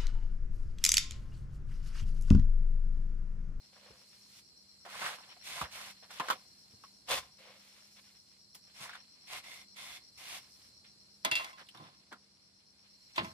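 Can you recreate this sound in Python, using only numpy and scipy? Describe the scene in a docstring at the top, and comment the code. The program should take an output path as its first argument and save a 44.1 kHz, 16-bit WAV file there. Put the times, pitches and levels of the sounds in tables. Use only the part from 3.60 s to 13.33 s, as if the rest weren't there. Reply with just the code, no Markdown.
"""Shovelling mortar outdoors.

Close to a stereo microphone, a steel shovel digs damp mortar from a heap, tips and pats it into a
plastic bucket and is dropped on the ground. Grit rubs along the blade, lumps knock and thud, the bare
blade clangs. Farther off, one cicada throbs over a distant chorus, leaves hiss and a far motor hums."""
import sys
import numpy as np
from scipy import signal
from scipy.fft import rfft, irfft
from scipy.io import wavfile
from scipy.ndimage import map_coordinates

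SR = 44100
rng = np.random.default_rng(int(sys.argv[2]) if len(sys.argv) > 2 else 0)


def file_out(sig):
    """Save sig as 16-bit WAV at sys.argv[1]."""
    # one column per channel
    cols = np.atleast_2d(sig).T
    # limit, then scale
    lim = np.clip(cols, -1, 1)
    pcm = np.round(lim * 32767).astype(np.int16)
    wavfile.write(sys.argv[1], SR, pcm)


N = 429092

# how alike the microphone's two sides are: f/Hz, likeness/0..1
LEFT_RIGHT_LIKENESS = [(100, 0.96), (400, 0.87), (1000, 0.54), (2500, 0.19), (6000, 0.49), (15000, .1)]


def amp(db):
    return 10 ** (np.asarray(db) / 20)


def unit_rms(x):
    return x / np.sqrt(np.mean(x ** 2) + 1e-24)


def in_time(rows):
    """One curve per column after t/s, read at every sample."""
    times, *columns = np.transpose(rows)
    return [np.interp(np.arange(N) / SR, times, column) for column in columns]


def at_hz(points):
    """A spectrum table read at every FFT bin."""
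    bin_hz = np.maximum(np.arange(N // 2 + 1) * SR / N, 1)
    hz, values = np.transpose(points)
    return np.interp(np.log(bin_hz), np.log(hz), values)


def colour(x, spectrum):
    """Filter by a spectrum table, then scale to unit RMS."""
    return unit_rms(irfft(rfft(x) * amp(at_hz(spectrum)), N))


def drift(rate_hz):
    """Slow random wander of unit RMS."""
    hop = 40
    pole = np.exp(-2 * np.pi * hop * rate_hz / SR)
    slow = signal.lfilter([1], [1, -2 * pole, pole * pole], rng.standard_normal(N // hop + 2002))[2000:]
    return np.interp(np.arange(N) / hop, np.arange(len(slow)), unit_rms(slow))


def resonate(x, hz, width_hz):
    """One resonance with unit gain at its peak."""
    r = np.exp(-np.pi * width_hz / SR)
    feedback = [1, -2 * r * np.cos(2 * np.pi * hz / SR), r * r]
    return signal.lfilter([(1 - r * r) / 2, 0, (r * r - 1) / 2], feedback, x)


def grains(per_s, spread_db, clump_db):
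    """Uneven clicks in clumps; mid and side fire at the same moments."""
    size = amp(spread_db * np.minimum(rng.exponential(1, N), 4) + clump_db * drift(23))
    return size * (rng.random(N) < per_s / SR) * rng.standard_normal((2, N))


def burst(t60, rise_s, samples):
    """Mid and side noise under one quick rise and decay."""
    t = np.arange(samples) / SR
    return rng.standard_normal((2, samples)) * amp(-60 * t / max(t60, .004)) * np.minimum(t / rise_s, 1)


def add(out, start, sound, peak_db):
    """Mix in a sound with its mid part peaking at peak_db."""
    i = round(start * SR)
    part = sound[:, :N - i]
    out[:, i:i + part.shape[1]] += amp(peak_db) * part / np.abs(sound[0]).max()


def stereo(mid_side, likeness):
    """Mid and side become left and right, as alike as asked at each frequency."""
    alike = np.clip(likeness, 0, 1)
    mid, side = irfft(rfft(mid_side) * np.sqrt([(1 + alike) / 2, (1 - alike) / 2]), N) * np.sqrt(2)
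    return np.array([mid + side, mid - side])


def open_air():
    """Distant rumble and leaf hiss all around the microphone."""
    # background spectrum: f/Hz, relative level/dB
    spectrum = [(25, -41), (60, -4.5), (120, -3), (260, -6.5), (450, -11.5), (1500, -18.5), (3200, -18.5),
                (5000, -6), (6500, -19), (11000, -21.5), (12500, -37.5), (15000, -44.5)]
    air = colour(rng.standard_normal((2, N)), spectrum)
    return stereo(air, at_hz(LEFT_RIGHT_LIKENESS) ** 3.3) * amp(-71 + drift(0.5))


def far_motor():
    """A wavering hum, far off and a little to the right."""
    hz = 199 + 2.73 * drift(3.7)
    hum = np.sin(2 * np.pi * np.cumsum(hz) / SR) * amp(-75.5 + 2.4 * drift(2.0))
    return hum * amp([[-1.4], [1.4]])


def cicadas():
    """One insect, left of centre, beats about twelve pulses a throb; the far chorus blurs into bands."""
    # swell of the insects: t/s, near level/dB, chorus level/dB
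    swell = [(0, -69, -66.5), (2, -63.5, -62.5), (4, -68, -68), (6, -63.5, -63.5), (8, -67, -66.5),
             (8.6, -72, -72.5), (9.1, -70, -71), (9.73, -63, -60.5)]
    # pace of the near cicada: t/s, throbs completed
    throb_count = [(0, .58), (1.1, 9.885), (3.55, 30.52), (3.85, 32.75), (5.0, 42.54), (6.5, 55.31),
                   (7.2, 61.22), (8.0, 67.84), (9.0, 76.23), (9.73, 82.42)]
    # its resonances: f/Hz, width/Hz, relative level/dB
    near_bands = [(5523, 160, 1), (5315, 97, -4.5), (5410, 140, -11)]
    # bands of the far chorus: f/Hz, width/Hz, relative level/dB
    chorus_bands = [(4221, 100, 8), (4740, 65, 1.5), (4900, 86, 0), (7660, 300, -8.5), (11000, 900, -19.5)]
    pulses_per_s = 101.6
    near_db, chorus_db = in_time(swell)
    throb = np.clip(.9 + np.cos(2 * np.pi * in_time(throb_count)[0]), .3, 1)
    pulse_phase = (np.arange(N) * pulses_per_s / SR + 0.087 * drift(0.74)) % 1
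    buzz = rng.standard_normal((2, N)) * (np.exp(-4.5 * pulse_phase) + 0.28) * throb
    near = sum(amp(db) * resonate(resonate(buzz, hz, width), hz, 3 * width)
               for hz, width, db in near_bands)
    haze = rng.standard_normal((2, N))
    chorus = sum(amp(db + 0.58 * drift(19)) * resonate(resonate(haze, hz, width), hz, 3 * width)
                 for hz, width, db in chorus_bands)
    return amp(near_db) * unit_rms(near) * amp([[1.4], [-1.4]]) + amp(chorus_db) * unit_rms(chorus)


def mortar_motion():
    """Trickle, strokes and thrown grit set the gains of crunch, grit, sand and four broad rings."""
    # loose mortar trickling and feet rustling between strokes: t/s, grit level/dB, sand level/dB
    trickle = [(0, -79, -76), (.66, -73.5, -69), (.85, -89.5, -79), (1.2, -83, -76.5), (1.8, -68, -74),
               (2.85, -83, -73), (3.0, -76.5, -73.5), (3.33, -85.5, -72.5), (3.47, -87, -80),
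               (4.4, -74, -69), (4.6, -79.5, -74), (4.93, -87, -82), (5.1, -72.5, -75), (6.1, -87, -84),
               (6.9, -75, -70.5), (7.05, -75, -68), (7.2, -91.5, -83), (7.64, -81, -77), (8.35, -75, -82),
               (8.6, -87, -95), (9.05, -83.5, -95), (9.4, -79.5, -77)]
    # blade strokes through mortar: t/s, rise/s, sag/s, swell/dB, sag/dB, then crunch, grit and sand
    # level/dB at the end of the rise, then hollow, low, middle and high ring gain/dB
    strokes = [(.13, 0.14, 0.28, 3.5, 15, -69.5, -68.5, -77, 14, -15, -13, -8),
               (.69, .1, 0.0045, 6.5, -1, -76.5, -66.5, -62.5, -15, -13, -14, -6),
               (1.291, .17, 0.098, 13.5, 11, -42.5, -44, -48.5, -17, -6, -5, -22),
               (1.58, 0.032, 0.16, 8, 9, -66, -73, -68, -7, 12, 11, -11),
               (1.84, .035, 0.15, 8.5, 1, -59, -51, -51, -20, 0, -1, -1),
               (1.9, .14, 0.0039, 9.5, -1.5, -47.5, -52, -59, 0, -9, -8, -10),
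               (2.117, 0.04, 0.15, 5, 3.5, -57, -52, -53.5, -33, -9, -6, -15),
               (2.51, 0.042, 0.036, -2.5, -2.5, -63, -58, -60, -15, -6, -16, -7),
               (2.625, 0.099, 0.0062, 12.5, -1, -55.5, -48.5, -53.5, 10, 8.5, -2, -18),
               (3.49, 0.026, 0.068, 9.5, 7, -42, -37, -38.5, 8, 6.5, -17, -2),
               (3.79, 0.057, 0.13, 3.5, 3.5, -68.5, -63.5, -71.5, 14.5, -23, -4, -29),
               (4.0, 0.19, 0.23, 0.5, 19, -76.5, -69.5, -71, 1, -15, -12, -12),
               (5.149, 0.082, 0.041, 17, 8.5, -52.5, -50.5, -52, -19, 1, -5, -6),
               (5.27, 0.015, 0.077, 3, -2.5, -63.5, -60, -72, -14, -8, -2, -19),
               (5.675, 0.058, 0.053, 11.5, 2.5, -58, -49, -51, -9, 4.5, 3.5, -12),
               (5.84, 0.089, 0.099, 4.5, 9, -62, -57, -57.5, -6, 2.5, 9.5, 3),
               (6.168, 0.024, .18, 2, 1.5, -64.5, -55, -56, -17, 3.5, 3.5, 3.5),
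               (6.581, .17, 0.032, 9.5, 4, -58.5, -49.5, -50.5, -15.5, 3.5, -5, -10),
               (7.78, 0.019, 0.11, 19, 6, -54.5, -59, -60.5, -13, 7, 15.5, -10),
               (7.98, 0.018, 0.014, 1, -3.5, -63.5, -62.5, -78, -7, -12, -7, -13),
               (8.155, 0.0033, 0.13, -5, 2.5, -67, -69.5, -79, 4, 12.5, -9, 5),
               (9.561, 0.017, .005, 5.5, 1, -54, -48.5, -53.5, -8.5, 2, -9, -1)]
    # grit thrown up by a blow: t/s, crunch, grit and sand level/dB, grit and sand fade/(dB/s)
    scatters = [(1.255, -56.5, -60, -64, 203), (2.43, -66.5, -62.5, -80, 350), (2.604, -42, -47, -64, 495),
                (3.243, -86.5, -71, -79, 171), (4.952, -69.5, -64, -53.5, 500), (7.247, -76, -62, -81, 298),
                (7.654, -43, -37, -48, 447), (7.72, -51, -34, -44, 554), (7.765, -58.5, -39, -49, 221),
                (8.52, -58, -60, -72, 501), (9.583, -43, -35.5, -70, 480), (9.63, -65, -58, -62, 112)]
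    # ringing under trickling or thrown grit: hollow, low, middle and high ring gain/dB
    loose_rings_db = (-4.5, -4, -14.5, -9)
    bite_db_per_s, lift_db_per_s, settle_db_per_s, throw_db_per_s = 1197, 503, 172, 3000
    swing = np.array([[1.49], [1], [1]])   # the crunch swells and sags further than grit and sand
    fade_share = np.array([[0.6], [1], [1]])   # and lingers after a blow
    t = np.arange(0, N / SR, .001)
    sample_t = np.arange(N) / SR
    loose_rings = amp(loose_rings_db)[:, None]

    times, grit_db, sand_db = np.transpose(trickle)
    rustle_db = np.interp(t, times, grit_db) + 4 * np.interp(t, sample_t, drift(15))
    power = amp([rustle_db - 8, rustle_db, np.interp(t, times, sand_db)]) ** 2   # crunch, grit, sand
    rings = power[1] * loose_rings
    for start, rise, sag, swell_db, sag_db, *db in strokes:
        levels_db, rings_db = np.array(db[:3])[:, None], np.array(db[3:])[:, None]
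        body_db = np.interp(t - start, [0, rise, rise + sag], [-swell_db, 0, -sag_db])
        bite_db = bite_db_per_s * np.maximum(start - t, 0)
        after = np.maximum(t - start - rise - sag, 0)
        # the blade lifts quickly, then the mortar settles slowly
        release_db = np.minimum(lift_db_per_s * after, 11.5 + settle_db_per_s * after)
        stroke = amp(levels_db + swing * body_db - bite_db - release_db) ** 2
        power += stroke
        rings += stroke[1] * amp(rings_db)
    for start, *db, fade_db_per_s in scatters:
        onset_db = throw_db_per_s * np.maximum(start - t, 0)
        fade_db = fade_db_per_s * np.maximum(t - start, 0) * fade_share
        scatter = amp(np.array(db)[:, None] - fade_db - onset_db) ** 2
        power += scatter
        rings += scatter[1] * loose_rings
    ring_gains = rings / power[1]   # each event counts by its share of the grit power
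    return [np.interp(sample_t, t, gain) for gain in (*np.sqrt(power), *ring_gains)]


def pebbles(per_s, cycles):
    """Each stone click rings a few cycles at one of ten pitches."""
    clicks = grains(per_s, spread_db=2.5, clump_db=-1.5)
    pitch_index = rng.integers(0, 10, N)
    return sum(resonate(clicks * (pitch_index == k) + 1e-18, hz, 2.2 * hz / cycles)
               for k, hz in enumerate(np.geomspace(520, 1700, 10)))


def rubbing():
    """Stones crunch, grit scrapes, sand hisses; the blade rings along where the mortar lets it."""
    # spectra of stones, grit and sand on the blade: f/Hz, relative level/dB
    crunch_spectrum = [(50, -52.5), (120, -2), (380, -13), (520, 1), (800, 3), (1400, 5), (1900, 5),
                       (4000, -35.5)]
    grit_spectrum = [(900, -17.5), (1700, -7), (2200, 0), (3500, -1.5), (4500, -4.5), (6000, -29.5),
                     (9000, -41)]
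    sand_spectrum = [(2500, -21.5), (5000, 0), (7000, -4), (10500, -6), (12500, -11), (15000, -14)]
    # broad rings of the hollow in the heap and the coated blade (low pair, middle, high): f/Hz, width/Hz
    rings = [(500, 110), (740, 70), (1030, 90), (2100, 110), (3500, 160)]
    crunch, grit, sand, hollow, low, middle, high = mortar_motion()
    stones = unit_rms(pebbles(2500, cycles=9.4))
    stones += 3.2 * unit_rms(grains(3000, spread_db=2.5, clump_db=-4.0))
    scrape = crunch * colour(stones, crunch_spectrum)
    scrape += grit * colour(grains(6000, spread_db=-1.0, clump_db=0.0), grit_spectrum)
    ringing = sum(gain * resonate(scrape, hz, width)
                  for (hz, width), gain in zip(rings, (hollow, low, low, middle, high)))
    hiss = sand * colour(grains(12000, spread_db=-0.5, clump_db=-0.85), sand_spectrum)
    return scrape + ringing + hiss


def thuds():
    """Ground and bucket answer a soft landing with a low puff."""
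    # soft heavy landings: t/s, peak level/dB, f/Hz, t60/s
    landings = [(.302, -54, 290, 0.074), (0.298, -60.5, 60, 0.12), (2.012, -45, 147, 0.021),
                (2.017, -47.5, 66, 0.17), (2.598, -41.5, 157, 0.09), (2.696, -45.5, 203, 0.17),
                (3.133, -55, 108, 0.056), (3.51, -53, 67, 0.46), (4.946, -67.5, 150, .08),
                (5.2, -54, 115, 0.16), (7.65, -41.5, 240, 0.11), (7.71, -49, 110, 0.051),
                (8.012, -59.5, 190, 0.067), (8.149, -56, 150, 0.24), (8.197, -50.5, 146, 0.42),
                (8.519, -53.5, 236, 0.1), (9.584, -46, 91, 0.61), (9.599, -38.5, 196, 0.23)]
    out = np.zeros((2, N))
    for start, db, hz, t60 in landings:
        puff = resonate(burst(t60, 0.0026, samples=16000), hz, 0.4 * hz)
        add(out, start, resonate(puff, hz, 4.4 * hz), db)
    return out


def knocks():
    """A sharp contact and a short crush ring the lump at its pitch, with a dry crack on top."""
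    # lumps, stones and the wire handle knocking: t/s, peak level/dB, f/Hz, crack re peak/dB
    hits = [(1.251, -48, 720, -36), (1.262, -43, 705, -30), (1.419, -32.5, 1490, -28),
            (1.44, -46, 1440, -30), (1.463, -29, 1540, -33), (1.531, -40.5, 1470, -42),
            (1.584, -49, 1060, -25), (1.767, -54, 730, -21), (2.014, -25.5, 1040, -34),
            (2.424, -55.5, 636, -22), (2.504, -50, 1370, -14), (2.598, -27, 1020, -41),
            (2.685, -30, 1320, -25), (2.701, -24, 1180, -15), (2.708, -26, 1290, -12),
            (3.237, -44, 1120, -32), (4.947, -51.5, 3160, 5), (5.294, -36.5, 1430, -35),
            (5.333, -43.5, 1580, -32), (5.352, -40.5, 1400, -34), (7.983, -48, 1550, -26),
            (7.993, -50, 1800, -24), (8.012, -51, 3190, -31), (8.068, -52, 3730, -27),
            (8.087, -45, 3050, -30), (8.148, -45, 1160, -19), (8.173, -50.5, 3640, -26),
            (8.239, -53, 3530, -31), (8.526, -40.5, 1360, -32), (9.56, -34.5, 3410, -20),
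            (9.647, -40, 2300, -13)]
    t60 = 0.078
    out = np.zeros((2, N))
    for start, db, hz, crack_db in hits:
        crush = burst(t60, 0.00027, samples=8000)
        contact = burst(0.0055, 0.00014, samples=8000)
        force = crush + 1.7 * contact
        ring = resonate(force, hz, 0.19 * hz) + 0.15 * resonate(force, 2.4 * hz, 0.41 * hz)
        add(out, start, ring, db)
        crack = np.diff(burst(t60, .0003, samples=8000))
        add(out, start, crack, db + crack_db)
    return out


def clangs():
    """Each blow chokes the last ring and starts the blade's modes anew; glancing blows ring brighter."""
    # the bare blade striking the ground: t/s, peak level/dB, damping factor, tilt/(dB/octave),
    # edge mode gain/dB, bowl mode gain/dB, crack re peak/dB
    blows = [(7.648, -22.5, 1.7, -1.5, -31, 2, 1.5), (7.713, -22.5, 0.65, 1, -0.5, -10, -2.5),
             (7.753, -23.5, 1.0, 6.5, 2, -3, -3.5), (7.796, -32.5, 1.4, 0.5, 0, 14, -12),
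             (7.844, -40, 1.3, 1, -27, 7, 5.5), (7.929, -47.5, 1.2, -0.5, -8, 15, -6),
             (8.198, -52, 1, -8, -15, 19, -14), (9.579, -20, 2.3, -4, -8, 3.5, -22),
             (9.645, -35.5, 1.1, -5.5, -19, 2, -11)]
    # modes of the bare steel blade: f/Hz, level/dB, t60/s at damping factor 1
    modes = [(340, -25, .3), (648, -18, .35), (856, -16, .25), (990, -6, .1), (1055, -14, .4),
             (1310, -16, .35), (2050, -8, .22), (2196, -18, .25), (2347, -17, .2), (2713, 1, .24),
             (2794, -12, .2), (3350, -9, .17), (3405, -11, .15), (3710, -14, .1), (4091, -20, .15),
             (4680, -9, .07), (4931, -17, .2), (6212, -28, .15), (7500, -22, .05)]
    out = np.zeros((2, N))
    t = np.arange(SR // 2) / SR
    hz, mode_db, t60 = np.transpose(modes)[:, :, None, None]
    edge = (hz > 2600) & (hz < 2900)   # the cutting edge's modes, muted when it lands on the ground
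    bowl = hz == 1055   # the blade's bowl rings on as it rocks
    side_lag = np.array([[0], [.25]])   # side trails mid by a quarter cycle
    attack = np.minimum(t / .001, 1)
    gaps = np.diff([blow[0] for blow in blows] + [N / SR])
    for (start, db, damping, tilt_db, edge_db, bowl_db, crack_db), gap in zip(blows, gaps):
        weakness, phase = rng.random((2, len(modes), 1, 1))
        struck_db = mode_db + tilt_db * np.log2(hz / 2000) + edge_db * edge + bowl_db * bowl
        decay = amp(struck_db - 3 * weakness - 60 * t * damping / t60)
        ring = np.sum(decay * np.sin(2 * np.pi * (hz * t + phase - side_lag)), axis=0)
        choke = np.clip((gap - t) / .006, .15, 1)
        add(out, start, ring * attack * choke, db)
        crack = resonate(burst(0.034, 0.00078, samples=6000), 2800, 3800)
        add(out, start, crack, db + crack_db)
    return out


def at_microphone(work):
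    """As the work moves about, it reaches the microphone's two sides at shifting delays and levels."""
    # place of the work: t/s, left delay/ms, left re right level/dB
    path = [(0, -0.071, -0.5), (1.1, 0.11, -0.5), (3.3, 0.063, -1.5), (3.45, -0.053, 0),
            (4.6, -0.056, -0.5), (5.1, 0.11, -0.5), (7.0, 0.066, -0.5), (7.6, 0.21, -0.5),
            (8.3, 0.19, -2.5), (8.5, 0.1, -2), (9.3, 0.16, -1)]
    delay_ms, pan_db = in_time(path)
    left, right = stereo(work, at_hz(LEFT_RIGHT_LIKENESS))
    left = map_coordinates(left, [np.arange(N) - delay_ms * SR / 1000], order=3, mode="nearest")
    return np.array([left * amp(pan_db / 2), right * amp(-pan_db / 2)])


def scene():
    """The shovel up close, with insects, air and motor behind it."""
    work = rubbing() + knocks() + clangs() + thuds()
    return at_microphone(work) + cicadas() + open_air() + far_motor()


def record(dry):
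    """A steep low-pass cuts the highest treble."""
    stopband_hz = 16224
    return signal.sosfilt(signal.cheby2(12, 60, stopband_hz, fs=SR, output="sos"), dry)


dry = scene()
out = record(dry)
file_out(out)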